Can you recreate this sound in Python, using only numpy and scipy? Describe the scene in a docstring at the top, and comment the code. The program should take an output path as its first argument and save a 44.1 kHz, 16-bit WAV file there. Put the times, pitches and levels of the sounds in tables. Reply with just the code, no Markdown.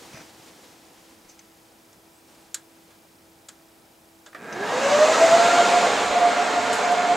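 """A quiet garage, where a rack server is switched on close to a hand-held camera.
Over a faint hum, someone shifts about and clicks its switches; with a knock the bank of fans winds up.
The motors whirr, the rotors shake the rack, and eight blade tones beat against each other
in a roar of turbulent air, which dulls as the camera turns away."""
import sys
import numpy as np
from scipy import signal
from scipy.fft import rfft, irfft
from scipy.io import wavfile
from scipy.ndimage import uniform_filter1d

SR = 44100
rng = np.random.default_rng(int(sys.argv[2]) if len(sys.argv) > 2 else 0)


def wrap_up_sound(samples):
    """Save the sound to the file named by the first command line argument, as 16-bit audio."""
    columns = np.atleast_2d(samples).T
    # keep every value between -1 and 1, then stretch to whole-number steps
    tamed = np.clip(columns, -1, 1)
    steps = np.round(tamed * 32767).astype(np.int16)
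    wavfile.write(sys.argv[1], SR, steps)


N = 315756
TIME = np.arange(N) / SR
BINS = np.fft.rfftfreq(2048, 1 / SR)
FRAMES = np.arange(N // 512 + 5) * 512 / SR


def amp(db):
    """Decibels to gain."""
    return 10 ** (np.asarray(db) / 20)


def unit(x):
    """Scales to rms 1."""
    return x / np.sqrt(np.mean(abs(x) ** 2) + 1e-20)


def automation(points):
    """Breakpoints joined by straight lines in time."""
    return np.interp(TIME, *np.transpose(points))


def eq(points, hz):
    """An EQ curve in dB, joined on a log-frequency axis."""
    f, db = np.transpose(points)
    return np.interp(np.log(hz + 1), np.log(f + 1), db)


def peaks(modes, hz):
    """Lift in dB from a set of resonances."""
    return sum(db / (1 + (2 * (hz - f) / width) ** 2) for f, width, db in modes)


def burst(start, length, db, attack, t60):
    """Envelope that rises, holds until start + length, and dies away; times in seconds."""
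    t = TIME - start
    return np.clip(t / attack, 0, 1) * amp(db - 60 * np.maximum(t - length, 0) / t60)


def wander(rate_hz):
    """Smooth random modulation of rms 1, up to about the given rate."""
    hz = np.fft.rfftfreq(len(FRAMES), 512 / SR)
    slow = irfft(rfft(rng.standard_normal(len(FRAMES))) * np.exp(-(hz / rate_hz) ** 2), len(FRAMES))
    return unit(np.interp(TIME, FRAMES, slow))


def stereo_spectra(hz, shape, width):
    """Random spectra at two nearby microphones."""
    mid, side = rng.standard_normal((2, *shape)) + 1j * rng.standard_normal((2, *shape))
    side = side * amp(eq(width, hz))
    return np.array([mid + side, mid - side])


# narrow image of direct sound: f/Hz, side over mid/dB
NARROW = [(60, -20), (200, -23), (650, -18), (1600, -13.5), (3600, -14), (6500, -15.5), (9700, -25),
          (13000, -50)]
def noise(spectrum_db, width=NARROW):
    """Stereo noise of rms 1 with the given short-time spectrum."""
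    spectra = stereo_spectra(BINS, (len(FRAMES), len(BINS)), width) * amp(spectrum_db)
    _, sound = signal.istft(spectra.swapaxes(1, 2), nperseg=2048, noverlap=1536)
    return unit(sound[:, :N])


def band_noise(spectrum_db, low_hz, high_hz):
    """Stereo noise that holds rms 1 inside the band while its colour moves."""
    power = amp(spectrum_db) ** 2
    share = power / power[:, (BINS > low_hz) & (BINS < high_hz)].sum(1, keepdims=True)
    return noise(10 * np.log10(share + 1e-20)) * np.sqrt(share.sum(1).mean())


# room tone: f/Hz, level/dB
ROOM_EQ = [(15, -45), (25, -27), (70, -2), (123, -4), (194, 0.5), (300, -2), (450, -2.5), (654, -5),
           (830, -3), (1010, -9), (1930, -12.5), (4950, -15), (8000, -15), (15800, -18.5)]
# its wide image: f/Hz, side over mid/dB
WIDE = [(60, -14), (270, -11), (650, -5), (1600, -1), (3600, -6), (6500, -13), (9700, -29), (13000, -45)]
# partials of the hum: f/Hz, level/dB
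HUM = [(328.4, -63), (656.8, -71.5), (807.5, -75), (985.1, -75), (1314, -77.5), (2363, -79.5)]
def garage(air_db=-55.5, flutter_db=1.5):
    """The bed: still air and the hum of idle equipment."""
    hum = 0
    for hz, db in HUM:
        gain = amp(db + flutter_db * wander(3))
        hum += gain * np.sqrt(2) * np.sin(2 * np.pi * hz * TIME + .17 * wander(2))
    return amp(air_db) * noise(eq(ROOM_EQ, BINS), WIDE) + hum


# handling bumps: t/s, length/s, level/dB
GRIPS = [(.14, .07, -67), (5.82, .16, -52), (5.997, 0.12, -46.5)]
def camera(frame_hz=29.97, first_tick_s=.0182):
    """The electronics tick once a frame; the hand rumbles on the housing."""
    since = (TIME - first_tick_s) % (1 / frame_hz)
    ticks = amp(-53.5) * np.exp(-since / .0016) * np.sin(2 * np.pi * 5080 * since)
    housing_eq = [(20, -14), (45, -11), (85, -1), (140, -11), (260, -10), (600, -43), (3000, -80)]
    handling = sum(burst(*grip, attack=.07, t60=.11) for grip in GRIPS)
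    return ticks + handling * noise(eq(housing_eq, BINS))


# faint squeaks: t/s, length/s, start f/Hz, end f/Hz, level/dB
SQUEAKS = [(2.126, .095, 7300, 8800, -62), (2.26, .075, 8250, 8850, -67), (2.31, .05, 8550, 8300, -67),
           (2.4, .06, 8650, 8300, -68), (2.68, .09, 7200, 8200, -68)]
def squeaks(waver=.004):
    """Each squeak is a thin, slightly unsteady glide that fades in and out."""
    out, unsteady = np.zeros(N), 1 + waver * wander(40)
    for start, length, first_hz, last_hz, db in SQUEAKS:
        progress = np.clip((TIME - start) / length, 0, 1)
        cycles = np.cumsum((first_hz + (last_hz - first_hz) * progress) * unsteady) / SR
        out += amp(db) * np.sin(np.pi * progress) * np.sin(2 * np.pi * cycles)
    return out


# moves of clothes and feet: t/s, length/s, level/dB
RUSTLES = [(-.05, 0.25, -47), (0.367, 0.13, -50.5), (0.558, .12, -51.5), (.75, 0.31, -55),
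           (2.25, 0.15, -57.5), (2.673, 0.26, -62.5)]
# tone of the rubbing: f/Hz, level/dB
CLOTH_EQ = [(29, -42), (50, -18), (220, -3.5), (322, -1), (408, -8), (483, -0.5), (613, -10.5), (816, -5),
            (1250, -11), (6820, -14), (15000, -29)]
# image of close foley: f/Hz, side over mid/dB
CLOSE = [(60, -20), (270, -15), (650, -10), (1600, -9), (3600, -10), (6500, -12), (9700, -19), (13000, -45)]
def rustling(rub_db=-49.5, fade_db_per_s=8):
    """Cloth and soles rub in uneven little surges over a faint, fading friction."""
    rub = amp(rub_db - fade_db_per_s * TIME)
    surges = [burst(*rustle, attack=.032, t60=1.65) for rustle in RUSTLES]
    return np.max([rub] + surges, axis=0) * amp(wander(25)) * noise(eq(CLOTH_EQ, BINS), CLOSE)


# tone of the loose part: f/Hz, level/dB
RATTLE_EQ = [(40, -30), (130, 1.5), (260, 2), (390, -11), (680, 6), (900, -16), (1100, -5.5), (2200, -5),
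             (3300, -26), (6000, -21.5), (9000, -38), (15000, -45)]
# its resonances: f/Hz, width/Hz, boost/dB
RATTLE_MODES = [(2500, 250, 10), (4080, 140, 10), (4980, 220, 23), (5950, 330, 20)]
def rattle():
    """Something loose is bumped and chatters briefly."""
    chatter = burst(start=.13, length=.065, db=-44.5, attack=.009, t60=.2) * amp(2.6 * wander(60))
    return chatter * noise(eq(RATTLE_EQ, BINS) + peaks(RATTLE_MODES, BINS), CLOSE)


def thud(start=.144, hz=150, db=-38, swell_s=.0028):
    """A soft bump on the wooden frame: one low push that dies within a few cycles."""
    t = np.clip(TIME - start, 0, 1)
    push = amp(db) * t / swell_s * np.exp(1 - t / swell_s)
    return push * (np.sin(2 * np.pi * hz * t) + .5 * np.sin(2 * np.pi * 1.4 * hz * t))


def hits(cues, tone, modes, low_stretch=5.2, crossover_hz=2200, room_t60=.14, room_tilt_db=-2):
    """Each contact is a short dense ring of the panel, followed by the duller tail of the garage."""
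    size = SR // 3
    t, hz = np.arange(size) / SR, np.fft.rfftfreq(size, 1 / SR)
    octaves = np.log2(np.maximum(hz, 300) / 4000)
    lowpass = signal.butter(4, crossover_hz, fs=SR, output="sos")
    out = np.zeros((2, N + size))
    for start, db, attack, t60, tilt_db, send_db in cues:
        body_db = eq(tone, hz) + peaks(modes, hz) + tilt_db * octaves
        body, room = (unit(irfft(stereo_spectra(hz, hz.shape, NARROW) * amp(spectrum_db), size))
                      for spectrum_db in (body_db, body_db + room_tilt_db * octaves))
        lows = signal.sosfiltfilt(lowpass, body)
        fall_db = -60 * np.maximum(t - attack, 0) / t60
        # the low modes ring low_stretch times as long as the high ones
        ring = (body - lows) * amp(fall_db) + lows * amp(fall_db / low_stretch) / np.sqrt(low_stretch)
        tail = room * (1 - np.exp(-t / .0016)) * amp(send_db - 4 - 60 * t / room_t60)
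        out[:, round(start * SR):][:, :size] += amp(db) * (np.minimum(t / attack, 1) * ring + tail)
    return out[:, :N]


# light metal contacts: t/s, level/dB, attack/s, t60/s, tilt/dB per octave, room send/dB
TINKS = [(1.247, -50, .003, .06, -10, -9), (1.283, -48, .018, 0.12, 3, -9),
         (1.3905, -44.5, .002, .045, 0, -9), (4.5255, -36, .0013, .06, -3, -7)]
# tone of the metal: f/Hz, level/dB
TINK_EQ = [(300, -23), (900, -18), (2400, -1), (3400, -13), (4500, -4), (6200, -3), (7500, -6), (9000, -20),
           (15000, -35)]
# its resonances: f/Hz, width/Hz, boost/dB
TINK_MODES = [(2100, 120, 5), (6180, 230, 11)]
def tinks():
    """Thin metal gives a damped ring."""
    return hits(TINKS, TINK_EQ, TINK_MODES)


# switch clicks: t/s, level/dB, attack/s, t60/s, tilt/dB per octave, room send/dB
CLICKS = [(1.929, -50.5, .001, 0.037, -2, -7), (2.5432, -20.5, 0.0015, 0.036, 2.5, -11),
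          (2.905, -52, .003, .08, -7, -2), (3.4845, -36, 0.0048, 0.038, -1, -4.5),
          (4.2615, -42, 0.0013, 0.04, -5, 3), (6.727, -30, .003, 0.24, -0.5, -9),
          (6.915, -38, .002, 0.05, 5, -7)]
# tone of plastic and metal: f/Hz, level/dB
CLICK_EQ = [(290, -50), (500, -11), (621, -16), (853, -21), (1240, -9.5), (1570, -13.5), (2250, -10),
            (2350, -14.5), (3470, -8), (5830, -10), (7350, -0.5), (12700, -24), (15800, -33)]
# button and front panel resonances: f/Hz, width/Hz, boost/dB
PANEL_MODES = [(1466, 47, 9.5), (1620, 100, 14), (3460, 140, 6), (4030, 140, 7), (4640, 150, 4),
               (5420, 220, 6), (6600, 250, 5), (7700, 130, 4), (8650, 250, -6), (10300, 390, 5),
               (12500, 350, 7)]
def switches():
    """Each click sets the button and front panel ringing."""
    return hits(CLICKS, CLICK_EQ, PANEL_MODES)


# double hit at power-on: t/s, level/dB, attack/s, t60/s, tilt/dB per octave, room send/dB
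KNOCKS = [(4.328, -46, 0.0023, 0.054, 2, -7), (4.3465, -34, 0.00084, 0.15, -0.5, -7)]
# tone of the knock: f/Hz, level/dB
KNOCK_EQ = [(150, -43), (250, -12), (740, -7.5), (991, -26), (1160, 0.5), (1530, -8), (1660, 1),
            (2410, -19), (2750, -15), (3340, -19), (12000, -36), (15600, -70), (22000, -120)]
# its resonances: f/Hz, width/Hz, boost/dB
KNOCK_MODES = [(732, 60, 12), (1190, 90, 4), (1680, 100, 0.5), (1850, 80, 6), (2400, 100, 17)]
def knock():
    """A midrange knock with a tight low end as the power comes on."""
    return hits(KNOCKS, KNOCK_EQ, KNOCK_MODES, low_stretch=.86)


# the camera's turn: t/s, turn (0 facing the server, 1 facing away)
TURN = [(4.95, 0), (5.25, 0.17), (5.7, 0.37), (6.0, 0.64), (6.17, 0.87), (6.8, 0.88), (7.1, 1)]
def turning(sound, widen_db=3.5, lean_db=-1.0, away_lean_db=-1.5):
    """Facing away, the camera hears more of the walls, and the body of the sound leans further right."""
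    mid, side = (sound[0] + sound[1]) / 2, (sound[0] - sound[1]) / 2
    away = automation(TURN) ** 2
    body = signal.sosfiltfilt(signal.butter(1, 3500, fs=SR, output="sos"), mid)
    pan = amp((lean_db + away_lean_db * away) / 2) - 1
    side = side * amp(widen_db * away) + body * pan
    return np.array([mid + side, mid - side])


BLADE_HZ, BLADES_PER_FAN = 709, 7  # blade-passing rate at full speed; blades on a rotor
def speed(t, rest_s=4.243, run_up_s=.588):
    """Share of full fan speed: steady motor torque against air drag that grows with its square."""
    return np.tanh(np.maximum(t - rest_s, .01) / run_up_s)


def fan_gain(db, db_per_decade, away_db, power_on_s=4.345):
    """A fan layer opens at power-on, grows as a power of speed and shifts by away_db with the turn."""
    gate = np.clip((TIME - power_on_s) / .023, 0, 1)
    return gate * amp(db + db_per_decade * np.log10(speed(TIME)) + away_db * automation(TURN))


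def shaft():
    """The unbalanced rotors shake the rack once a turn; the hum booms for a moment in the room."""
    turns = np.cumsum(BLADE_HZ * speed(TIME) / BLADES_PER_FAN * (1 + .012 * wander(6))) / SR
    boom = 1 + burst(start=6.5, length=.31, db=11, attack=.073, t60=.9)
    gain = fan_gain(-64, db_per_decade=90, away_db=-6) * boom * amp(1.8 * wander(7.9))
    return gain * np.sqrt(2) * np.sin(2 * np.pi * turns)


# tone of the motor whirr: f/Hz, level/dB
WHIRR_EQ = [(300, -25), (1000, -4), (1500, 0.5), (2600, -7), (3100, -20), (7500, -17), (12000, -35)]
# its resonances: f/Hz, width/Hz, boost/dB
WHIRR_MODES = [(1580, 90, 8.3), (2460, 130, 6), (3780, 130, 8)]
def motors(pulses_per_turn=4, depth=.65):
    """Straining from rest under their starting current, the motors buzz in the case."""
    turns = np.cumsum(BLADE_HZ * speed(TIME) / BLADES_PER_FAN) / SR
    pulses = 1 + depth * np.cos(2 * np.pi * pulses_per_turn * turns)
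    strain = burst(start=4.35, length=.18, db=-46, attack=.086, t60=.7)
    return strain * pulses * noise(eq(WHIRR_EQ, BINS) + peaks(WHIRR_MODES, BINS))


# airflow while winding up: f/Hz, level/dB
SLOW_AIR_EQ = [(35, -64), (60, -36), (141, -3.5), (269, -4.5), (364, 0), (875, -8.5), (982, -9.5),
               (1080, -18), (1330, -4.5), (1450, -25), (1600, -2.5), (1920, -18), (4210, -23.5),
               (5950, -23), (15000, -43)]
# airflow at full speed: f/Hz, level/dB
FAST_AIR_EQ = [(15, -55), (35, -33), (60, -36), (110, -16.5), (160, -13.5), (220, -4.5), (350, -6.5),
               (480, 1.5), (750, 2.5), (1300, -5.5), (2200, -9), (5200, -13), (7300, -10.5), (8400, -17.5),
               (9600, -28.5), (15500, -42.5)]
# chassis resonances: f/Hz, width/Hz, boost/dB
CHASSIS_MODES = [(200, 27, 1.5), (264, 52, 5.5), (425.3, 19, 6.5), (1032, 20, 2), (1162, 62, 4),
                 (1300, 70, 3.5), (1620, 130, 2.5), (2080, 160, 3), (2770, 52, -0.5), (3500, 78, 1.5),
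                 (3700, 130, 2), (4100, 140, 4), (4400, 69, 4), (4950, 160, 3), (6700, 440, 1)]
def airflow(patch_db=.95, ripple_db=1.63):
    """Turbulence brightens with speed and rings the chassis; wall echoes ripple it as the camera moves."""
    morph = np.clip((BLADE_HZ * speed(FRAMES) - 330) / 220, 0, 1)[:, None]
    patches, ripple = rng.standard_normal((2, len(FRAMES), len(BINS)))
    patches = unit(uniform_filter1d(uniform_filter1d(patches, 5, axis=0), 16, axis=1))  # quick, broad
    ripple = unit(uniform_filter1d(uniform_filter1d(ripple, 50, axis=0), 3, axis=1))  # slow, narrow
    air_db = (1 - morph) * eq(SLOW_AIR_EQ, BINS) + morph * eq(FAST_AIR_EQ, BINS)
    air_db += peaks(CHASSIS_MODES, BINS) + patch_db * patches + ripple_db * ripple

    def band(share, low_hz, high_hz):
        return band_noise(air_db + 10 * np.log10(share + 1e-12), low_hz, high_hz)

    lows = 1 / (1 + (BINS / 520) ** 8)
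    highs = 1 / (1 + (3500 / (BINS + 1)) ** 8)
    mids = np.maximum(1 - lows - highs, 0)
    # low rush, roar and hiss leave the case in ever narrower beams, so each has its own level
    roar = fan_gain(-20, db_per_decade=53, away_db=-8) * band(mids, 800, 3000)
    hiss = fan_gain(-25.5, db_per_decade=86, away_db=-13.5) * band(highs, 4000, 9000)
    rush = fan_gain(-30, db_per_decade=36, away_db=-6) * band(lows, 150, 450)
    return rush + roar + hiss


# slow swell of the blade tone as the fans drift in and out of step: t/s, level/dB
SWELL = [(4.42, -22), (4.58, -4), (4.68, -7.5), (4.76, -4.5), (5.05, 5.5), (5.11, -7), (5.24, 3),
         (5.39, 2.5), (5.5, -6.0), (5.58, 1.5), (5.67, -9.5), (5.75, 0), (5.93, -13.5), (6.05, -15.5),
         (6.22, -1.5), (6.29, -1), (6.34, -10.5), (6.42, -5.5), (6.47, -17.5), (6.58, -7), (6.62, -12.5),
         (6.78, -12.5), (6.94, -4.5), (7.0, -7), (7.15, -3)]
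# overtones that make the whine: harmonic number, level/dB
OVERTONES = [(2, -8), (3, -18), (4, -16), (5, -22), (6, -21)]
# how strongly the case lets an overtone out as it sweeps past: f/Hz, level/dB
OUTLET_EQ = [(300, 0), (450, -21), (650, 5.5), (850, -7), (980, -29), (1230, -8), (1380, 3.5), (1440, -3),
             (1520, -3), (1680, 3), (1800, 5), (2200, -4.5), (2800, -9), (3100, -20)]
def blades(fans=8, detune=.013, drift=.003495):
    """Fans at slightly unequal speeds: their blade tones swell and cancel."""
    blade_hz = BLADE_HZ * speed(TIME)
    pitches = [blade_hz * (1 + detune * offset + drift * wander(9.18))
               for offset in np.linspace(-1, 1, fans)]
    rotors = np.exp(2j * np.pi * np.cumsum(pitches, axis=1) / SR)
    # each fan reaches the two microphones by its own path
    stereo_phase = .11 * np.array([[1], [-1]]) * unit(rng.standard_normal(fans))
    paths = np.exp(2j * np.pi * rng.random(fans) + 1j * stereo_phase)
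    bank = paths @ rotors
    # level the bank, keeping its quick beats; SWELL rides the slow ones
    slow_rms = np.sqrt(uniform_filter1d((abs(bank) ** 2).mean(0), size=4600) + .00093)
    tone_gain = fan_gain(-16, db_per_decade=60, away_db=0) * amp(automation(SWELL))
    out = tone_gain * np.sqrt(2) * bank.real / slow_rms
    whine_gain = fan_gain(-18.5, db_per_decade=49, away_db=-9.5)
    for harmonic, db in OVERTONES:
        overtone = unit((paths @ rotors ** harmonic).real)
        out += whine_gain * amp(db + eq(OUTLET_EQ, harmonic * blade_hz)) * overtone
    return out


def scene():
    """The mix: the server's image follows the turn; room tone and foley stay put."""
    contacts = switches() + knock() + tinks()
    server = contacts + motors() + airflow() + blades() + shaft()
    return turning(server) + garage() + rustling() + rattle() + squeaks() + thud() + camera()


def record(dry, cutoff_hz=15800):
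    """The camera's band limit: a steep high cut."""
    high_cut = signal.firwin(511, cutoff_hz, window=("kaiser", 9), fs=SR)
    return signal.oaconvolve(dry, high_cut[None], "same")


dry = scene()
out = record(dry)
wrap_up_sound(out)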